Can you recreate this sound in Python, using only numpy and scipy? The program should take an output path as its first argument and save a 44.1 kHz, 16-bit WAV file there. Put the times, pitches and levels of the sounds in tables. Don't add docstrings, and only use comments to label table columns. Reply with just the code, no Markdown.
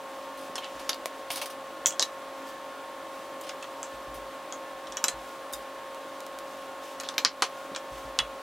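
import sys
import numpy as np
from scipy import signal
from scipy.fft import rfft, irfft, next_fast_len
from scipy.io import wavfile
from scipy.ndimage import map_coordinates

SR = 44100
rng = np.random.default_rng(int(sys.argv[2]) if len(sys.argv) > 2 else 0)


def int16_out(signal):
    q = np.round(np.clip(np.atleast_2d(signal).T, -1, 1) * 32767)
    wavfile.write(sys.argv[1], SR, q.astype(np.int16))


N = 371322
TIME = np.arange(N) / SR
HIT_SAMPLES = SR // 3
HIT_TIME = np.arange(HIT_SAMPLES) / SR
KNOCK_OCTAVES = 1.2

# t/s, level/dB, clack f/Hz, clack width/octaves, knock f/Hz, knock/dB,
# treble snap f/Hz, snap/dB, cup's note f/Hz, note/dB, part struck
CUP_TOUCHES = [(0.556, -11, 5000, 1.4, 1100, -4, 10600, -11, 3160, -6, "rim"),
               (0.581, -14, 3100, .7, 1150, -1, 13000, -10, 3220, -5, "rim"),
               (0.6444, -14, 3200, 1.3, 1700, -5, 9000, -27, 2740, -6, "side"),
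               (0.893, -3, 4400, 1.1, 1000, -4, 11150, -6.5, 3730, -5, "side"),
               (0.8952, -1, 4540, 0.68, 1300, -8.5, 13000, -19, 3730, -5, "side"),
               (0.9311, -9, 4200, 0.59, 1100, -10, 11150, -27, 3760, -14, "side"),
               (1.859, 9, 6650, .36, 900, -25, 10000, -23, 3310, -14, "edge"),
               (1.869, -1.5, 6700, 0.36, 950, -22, 14200, -7, 3410, -12, "edge"),
               (1.9068, -11, 6700, .6, 950, -10, 9900, -22, 2900, -7, "edge"),
               (1.924, -19, 6800, 0.43, 950, -12, 9900, -23, 3280, 1, "edge"),
               (1.9957, 6, 5130, 0.76, 706, -11.5, 8600, -18, 3760, -13, "edge"),
               (2.019, -5, 4290, .8, 1100, -13, 8700, -18, 3740, -9, "side"),
               (2.0255, 2, 4600, 1.1, 1500, -12, 10500, -14, 3830, -10, "side"),
               (3.412, -22, 8000, 0.66, 950, -1, 12900, -1, 3730, -18, "rim"),
               (3.492, -17.5, 5800, 1.3, 1700, 0, 10000, -16, 3180, -6, "side"),
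               (3.495, -14, 4000, 1.2, 1900, -5, 13000, -20, 3500, -11, "side"),
               (3.626, -17.5, 3620, 2.6, 1500, -2, 9000, -13, 2690, -6, "rim"),
               (3.643, -23, 2600, 0.92, 1400, 0, 9000, -22, 2720, -2, "side"),
               (3.83, -9.5, 7060, 0.39, 950, -7, 13000, -24, 3040, -31, "edge"),
               (4.5243, -11, 6600, .26, 950, -3, 12000, -32, 3270, -12, "edge"),
               (4.871, -21, 3150, .6, 1100, -6, 7500, -14, 3150, -8, "rim"),
               (4.9227, -14.5, 4700, 1.2, 1100, -5, 8900, -24, 3750, -14, "side"),
               (4.97, -5, 6340, 0.39, 950, -8, 12900, -18, 3250, -10, "side"),
               (5.041, 5, 6300, .55, 1150, -10, 12170, -12, 3900, -13, "side"),
               (5.083, .5, 7100, 0.6, 1400, -11, 9700, -17, 4070, -12, "fork"),
               (5.5347, -11.5, 7500, 1.1, 1190, -6, 13000, -3, 3690, -2, "ping"),
               (7.0, -13, 5870, 0.65, 1500, -3.5, 8800, -5.5, 4100, -7, "side"),
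               (7.008, -17, 4500, 1.2, 1500, -3, 12800, -7, 2450, -5, "side"),
               (7.035, -18.5, 4800, 0.95, 1200, 3, 12800, -13, 3200, -7, "side"),
               (7.0884, -7, 3700, 1.3, 1400, -4, 8650, -19, 3700, -12, "side"),
               (7.141, -22, 4300, .6, 1100, -3, 12000, -25, 4100, -14, "side"),
               (7.181, 2, 2950, 1.5, 1390, -7, 12800, -14, 4100, -9, "fork"),
               (7.249, 13.5, 4650, .58, 1500, -6.5, 11000, -33, 1190, -17.5, "foot"),
               (7.4221, 3, 3130, 1.9, 1000, -2, 9900, -15, 1020, -6, "base"),
               (7.425, -2.5, 2100, 1.3, 1350, -3, 10800, -17, 1860, -5, "base"),
               (7.749, -13.5, 3800, 0.77, 1100, -4, 9000, -20, 2380, -7, "side"),
               (7.762, -7.5, 3900, 1.5, 1100, -5.5, 8500, -18, 2350, -6, "side"),
               (8.189, 3.5, 3400, 1.5, 1350, -3.5, 10300, -21, 3360, -5, "wall"),
               (8.202, -8, 3450, .35, 1100, -17, 8450, -24, 3410, -8, "side")]
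PART_SOUNDS = {"edge": (0.01, -9, -17, -27, -25, -27, -13), "side": (.0004, -6.5, -10, -22, -21, -19, -9),
               "wall": (-0.14, -14.5, -2.5, -26, -24, -15.5, -24),
               "rim": (0.3, -1.5, -4, -11, -13, -7, -5.5), "ping": (-0.1, -3, -18, -3, -25, -24, -8),
               "fork": (.0004, -7, -15, -24, -8, -14, -8), "foot": (-0.08, -4, -16, -18, -24, -24, -17),
               "base": (-0.14, -1, -14, -17, -29, -12, -7)}
# f/Hz, level/dB, t60/s (time to fade by 60 dB)
WALL_MODES = [(1157, -1.5, 0.055), (1420, -5.5, 0.052), (1860, -1, 0.06), (2624, -2.5, 0.044),
              (2925, 6, 0.036), (3190, 3, 0.029), (3378, 4, 0.048), (3900, 0, 0.056), (5500, -10, 0.04),
              (6900, -8, 0.05), (8440, -16, .06), (10200, -10, .05)]


def from_db(db):
    return 10 ** (np.asarray(db) / 20)


def rms_one(x):
    return x / np.sqrt(np.mean(x ** 2) + 1e-20)


def unit_energy(x):
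    return x / np.sqrt(np.sum(x ** 2) + 1e-20)


def at_hz(points, hz):
    known_hz, values = np.transpose(points)
    return np.interp(np.log(np.maximum(hz, 1)), np.log(known_hz), values)


def colour(x, spectrum):
    size = next_fast_len(len(x))
    gain = from_db(at_hz(spectrum, np.fft.rfftfreq(size, 1 / SR)))
    return irfft(rfft(x, size) * gain, size)[:len(x)]


def band(x, low_hz, high_hz, order=2):
    edges = [min(low_hz, .4 * SR), min(high_hz, .45 * SR)]
    return signal.sosfilt(signal.butter(order, edges, "band", fs=SR, output="sos"), x + 1e-18)


def drift(per_s):
    knots = rng.standard_normal(2000)
    return rms_one(map_coordinates(knots, [TIME * per_s], order=3, mode="wrap"))


def ticks(per_s, count=HIT_SAMPLES):
    return (rng.random(count) < per_s / SR) * rng.choice([-1, 1], count)


def add(track, s, sound):
    start = round(s * SR)
    track[..., start:start + sound.shape[-1]] += sound[..., :N - start]


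def ring(hz, t60):
    return np.sin(2 * np.pi * hz * HIT_TIME) * from_db(-60 * HIT_TIME / t60)


def struck(modes, spread_db=2):
    sound = 0
    for hz, db, t60 in modes:
        strength = from_db(db + spread_db * rng.standard_normal())
        sound += strength * rng.choice([-1, 1]) * ring(hz, t60)
    return unit_energy(sound)


def mode_pair(hz, gap, t60):
    return struck([(hz * (1 + side * gap / 2), 0, t60) for side in (-1, 1)])


def damped(push, hz, octaves):
    edge = 2 ** (max(octaves, .1) / 2)
    return unit_energy(band(push, hz / edge, hz * edge))


def stereo(mid, side):
    # f/Hz, side gain/dB
    width = [(50, -25), (200, -43), (500, -34), (1400, -16), (3000, -12.5), (5600, -8), (10000, -5.5),
             (15000, -4)]
    return mid + colour(side, width) * np.array([[1], [-1]])


def echoes(rise_s=.00016):
    # f/Hz, t60/s
    room_fade = [(500, 0.13), (1300, 0.089), (3500, 0.14), (9000, 0.085), (15000, 0.12)]
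    edges = np.geomspace(100, 18000, 8)
    tail = 0
    for low, high in zip(edges, edges[1:]):
        t60 = at_hz(room_fade, np.sqrt(low * high))
        tail += band(rng.standard_normal(HIT_SAMPLES), low, high) * from_db(-60 * HIT_TIME / t60)
    return unit_energy(tail * (1 - np.exp(-HIT_TIME / rise_s)))


def in_room(direct, sent):
    mid, side = (signal.fftconvolve(sent, echoes())[:len(sent)] for _ in range(2))
    return stereo(direct + mid, side)


def appliance(waver_per_s=14, air_db=-44):
    # f/Hz, level/dB, unsteadiness (0 is firm)
    hum_tones = [(272.5, -57.5, 1.2), (319.4, -62.5, 0.78), (336, -65.5, 0.31), (539.6, -46.5, 0.084),
                 (586.5, -51.5, 0.2), (919.6, -56, 1.5), (1010, -64, 0.44), (1081, -47, 0.023),
                 (1178, -59, 0.55), (1420, -60.5, 0.85), (1634, -69, 0.98), (1754, -60.5, 1.2)]
    # f/Hz, gain/dB
    air_colour = [(25, -29), (50, -14), (80, -23), (125, -14), (170, -13), (275, -5), (450, -2.5), (750, 1),
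                  (1150, -2.5), (1550, -6.5), (2300, -11), (3400, -12.5), (5000, -20), (9000, -24),
                  (15500, -30.5)]
    hum = 0
    for hz, db, unsteady in hum_tones:
        waver = 1 + unsteady * (drift(waver_per_s) + 1j * drift(waver_per_s))
        tone = np.exp(2j * np.pi * (hz * TIME + rng.random()))
        hum += from_db(db) * rms_one(np.real(waver * tone))
    mid, side = (rms_one(colour(rng.standard_normal(N), air_colour)) for _ in range(2))
    return hum + from_db(air_db) * stereo(mid, side)


def camera_nudges(rise_s=.029, side_db=-28):
    # t/s, level/dB
    pushes = [(0.742, -48), (3.93, -46), (4.07, -40), (4.145, -43), (4.205, -51), (4.88, -52),
              (5.13, -41.5), (5.53, -47), (7.91, -39), (8.04, -38.5), (8.201, -38)]
    # f/Hz, level/dB, t60/s
    stand_modes = [(51.2, 1.5, 0.31), (120, 5, 0.11)]
    rocking = sum(from_db(db) * ring(hz, t60) for hz, db, t60 in stand_modes)
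    rocking *= 1 - np.exp(-HIT_TIME / rise_s)
    out = np.zeros(N)
    for s, db in pushes:
        add(out, s, from_db(db) * rocking)
    return out * (1 + from_db(side_db) * np.array([[1], [-1]]))


def hand_rustles(grains_per_s=2500, spread_db=5, uneven_db=2, uneven_per_s=30, room_db=-1):
    # t/s, length/s, level/dB
    moves = [(0, 0.35, -59.5), (.38, 0.15, -59), (1.096, 0.17, -62), (2.28, 0.37, -62), (2.45, 0.066, -58),
             (3.08, 0.23, -59), (3.66, 0.45, -62), (4.22, 0.24, -65), (5.135, 0.31, -60.5),
             (5.563, 0.086, -60.5), (5.84, 0.49, -65), (6.398, 0.34, -58.5), (6.796, 0.18, -55),
             (7.497, 0.22, -58.5), (7.875, .25, -57)]
    # f/Hz, gain/dB
    rustle_colour = [(800, -18), (2500, 5), (4500, 1), (7000, 1), (10000, -5.5), (16000, -9)]
    pressure = np.zeros(N)
    for s, length, db in moves:
        add(pressure, s, from_db(db) * np.sqrt(np.hanning(round(length * SR))))
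    grains = ticks(grains_per_s, N) * from_db(spread_db * np.clip(rng.standard_normal(N), -2, 2))
    uneven = from_db(uneven_db * drift(uneven_per_s))
    out = pressure * rms_one(colour(grains, rustle_colour) * uneven)
    return in_room(out, from_db(room_db) * out)


def slime_bubbles(room_db=-8):
    # t/s, level/dB, pop against snap/dB
    bursts = [(.945, -19, -20), (1.058, -8, 4.5), (5.947, -27, -20), (6.2054, -20, -20), (6.2657, -21, -20),
              (6.3882, -18, -10)]
    # f/Hz, level/dB, t60/s
    pocket_modes = [(650, 2, 0.013), (1100, 3.5, 0.0094), (1930, 1.5, 0.0082)]
    snap = unit_energy(band(signal.unit_impulse(HIT_SAMPLES), 1300, 9100, order=1))
    pocket = sum(from_db(db) * ring(hz, t60) for hz, db, t60 in pocket_modes)
    pop = unit_energy(band(pocket, 500, 2700))
    out = np.zeros(N)
    for s, db, pop_db in bursts:
        add(out, s, from_db(db) * (snap + from_db(pop_db) * pop))
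    return in_room(out, from_db(room_db) * out)


def cup_drags(slips_per_s=1000, spread_db=5, judder_db=1.5, judder_per_s=90, ease_s=.022,
              wall_db=-9, room_db=-2):
    # t/s, length/s, level/dB, centre f/Hz
    slides = [(.6, 0.078, -48, 2700), (1.319, 0.1, -48.5, 3800), (7.028, 0.073, -49.5, 3900)]
    out = np.zeros(N)
    judder = from_db(judder_db * drift(judder_per_s))
    for s, length, db, hz in slides:
        slips = ticks(slips_per_s) * from_db(spread_db * rng.standard_normal(HIT_SAMPLES))
        rub = damped(slips, hz, octaves=.82)
        rattle = unit_energy(signal.fftconvolve(slips, struck(WALL_MODES))[:HIT_SAMPLES])
        stroke = np.clip(np.minimum(HIT_TIME, length - HIT_TIME) / ease_s, 0, 1)
        add(out, s, from_db(db) * stroke * rms_one(rub + from_db(wall_db) * rattle))
    out *= judder
    return in_room(out, from_db(room_db) * out)


def cup_rasps(slips_per_s=1000, spread_db=6, room_db=-1, level_db=-3, catch_db=3.5):
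    # t/s, relative level/dB, fade/s, brightness/dB
    rubs = [(.375, -49, 0.045, 9), (.795, -42, 0.021, -3), (1.3031, -31, 0.011, 1.5),
            (1.315, -34, 0.015, 17), (1.334, -40, .016, 10), (1.358, -33, .012, 10),
            (1.3712, -30.5, 0.011, 4), (1.4151, -28, 0.011, 2.5), (1.427, -38, .012, -1),
            (1.458, -34.5, .005, 7), (1.501, -43, 0.018, 6), (3.436, -45, .028, -4), (3.468, -44, .026, -5),
            (4.143, -47, 0.029, 11), (5.526, -42, .026, 21)]
    # f/Hz, gain/dB
    rasp_colour = [(300, -19), (700, 10.5), (1400, -1), (2700, 6), (3900, 2), (5500, 3.5), (7000, -8),
                   (9500, -1), (12000, -10.5), (13700, -8), (14250, -5), (14800, -13), (16000, -16)]
    out = np.zeros(N)
    catch = from_db(catch_db) * signal.unit_impulse(HIT_SAMPLES, 20)
    for s, db, fade, bright_db in rubs:
        slips = ticks(slips_per_s) * from_db(spread_db * rng.uniform(-1.5, 1, HIT_SAMPLES))
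        rasp = colour(slips + catch, rasp_colour)
        rasp = rms_one(colour(rasp, [(3000, 0), (12000, bright_db)]))
        add(out, s, from_db(db + level_db) * rasp * np.exp(-HIT_TIME / fade))
    return in_room(out, from_db(room_db) * out)


def stack_catches(stutter_s=.003, knock_db=-1.5, room_db=-4):
    # t/s, level/dB, wall f/Hz, knock f/Hz
    releases = [(1.304, -9.5, 2900, 840), (1.4163, -9.5, 2500, 950)]
    out = np.zeros(N)
    for s, db, wall_hz, knock_hz in releases:
        stutter = rng.standard_normal(HIT_SAMPLES) * np.exp(-HIT_TIME / stutter_s)
        wall = damped(stutter, wall_hz, octaves=.6)
        knock = from_db(knock_db) * damped(stutter, knock_hz, KNOCK_OCTAVES)
        add(out, s, from_db(db) * (wall + knock))
    return in_room(out, from_db(room_db) * out)


def counter_thuds(light_touch_hz=536, db_per_octave=12, putty_hz=254, room_db=-2):
    # t/s, level/dB
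    putty_landings = [(.497, -19), (7.717, -16.5)]
    blows = [(s, db, putty_hz) for s, db in putty_landings]
    for s, db, *_, part in CUP_TOUCHES:
        *_, thud_db, _ = PART_SOUNDS[part]
        hz = light_touch_hz / 2 ** (max(db, 0) / db_per_octave)
        blows.append((s, db + thud_db, hz))
    out = np.zeros(N)
    for s, db, hz in blows:
        add(out, s, from_db(db) * damped(signal.unit_impulse(HIT_SAMPLES), hz, octaves=1.84))
    return in_room(out, from_db(room_db) * out)


def counter_echo(x, delay_s=(.0007, .0024), echo_db=-9):
    lag = round(rng.uniform(*delay_s) * SR)
    gain = from_db(echo_db)
    return (x + gain * np.pad(x, (lag, 0))[:len(x)]) / np.hypot(1, gain)


def plastic_body(low_hz=1413, high_hz=5795, t60=.019, count=40):
    return struck([(hz, 0, t60) for hz in rng.uniform(low_hz, high_hz, count)])


def cup_and_fork_clinks(knock_direct_db=-5, knock_room_db=-1, ring_room_db=-5, contact_hz=8900,
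                        chatter_db=-6, snap_ring_db=-1):
    # f/Hz, level/dB, t60/s
    fork_modes = [(1730, -6, 0.12), (2340, -1, 0.07), (2720, -6, 0.089), (4075, -2, 0.12), (6280, 3, 0.09),
                  (6350, 0, 0.065), (7000, 5, 0.055), (7913, -10, .08), (9400, -5, .05), (13200, -10, 0.05)]
    # ratio to the cup's note, level/dB, t60/s
    rim_modes = [(1.336, -2, 0.087), (1.89, 3, 0.04), (2.57, -2, 0.06), (2.8, 2, 0.055), (3.52, -3, 0.06)]
    out = np.zeros((2, N))
    contact = signal.unit_impulse(HIT_SAMPLES)
    for s, db, hz, octaves, knock_hz, knock_db, snap_hz, snap_db, note_hz, note_db, part in CUP_TOUCHES:
        chatter_s, room_db, wall_db, rim_db, fork_db, _, body_db = PART_SOUNDS[part]
        knock = from_db(knock_db) * damped(contact, knock_hz, KNOCK_OCTAVES)
        chatter_shape = HIT_TIME * np.exp(-HIT_TIME / max(chatter_s, 1 / SR))
        chatter = unit_energy(rng.standard_normal(HIT_SAMPLES) * chatter_shape)
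        touch = contact + from_db(chatter_db) * chatter
        press = band(touch, 420, contact_hz, order=4)

        snap_ring = from_db(snap_ring_db) * mode_pair(snap_hz, gap=.015, t60=.033)
        snap = unit_energy(damped(touch, snap_hz, octaves=.39) + snap_ring)
        clack = damped(press, hz, octaves) + from_db(body_db) * plastic_body() + from_db(snap_db) * snap

        rim = struck([(ratio * note_hz, mode_db, t60) for ratio, mode_db, t60 in rim_modes])
        rings = from_db(note_db) * mode_pair(note_hz, gap=.035, t60=.04) + from_db(rim_db) * rim
        rings += from_db(wall_db) * struck(WALL_MODES) + from_db(fork_db) * struck(fork_modes)

        room_gain = from_db(room_db)
        clack /= np.hypot(1, room_gain)
        direct = clack + from_db(knock_direct_db) * knock + rings
        sent = room_gain * clack + from_db(knock_room_db) * knock + from_db(ring_room_db) * rings
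        add(out, s, from_db(db) * in_room(counter_echo(direct), sent))
    return out


def scene():
    rumble = camera_nudges()
    cups = cup_and_fork_clinks() + counter_thuds() + cup_drags() + cup_rasps() + stack_catches()
    return cups + hand_rustles() + slime_bubbles() + rumble + appliance()


def record(dry, ceiling_db=-2, release_db_per_s=28, cutoff_hz=15900):
    peak_db = 20 * np.log10(np.abs(dry).max(axis=0) + 1e-9)
    over_db = np.maximum(peak_db - ceiling_db, 0)
    recovery_db = release_db_per_s * TIME
    dip_db = np.maximum.accumulate(over_db + recovery_db) - recovery_db
    low_pass = signal.ellip(10, .2, 80, cutoff_hz, fs=SR, output="sos")
    return signal.sosfilt(low_pass, dry * from_db(-dip_db))


dry = scene()
out = record(dry)
int16_out(out)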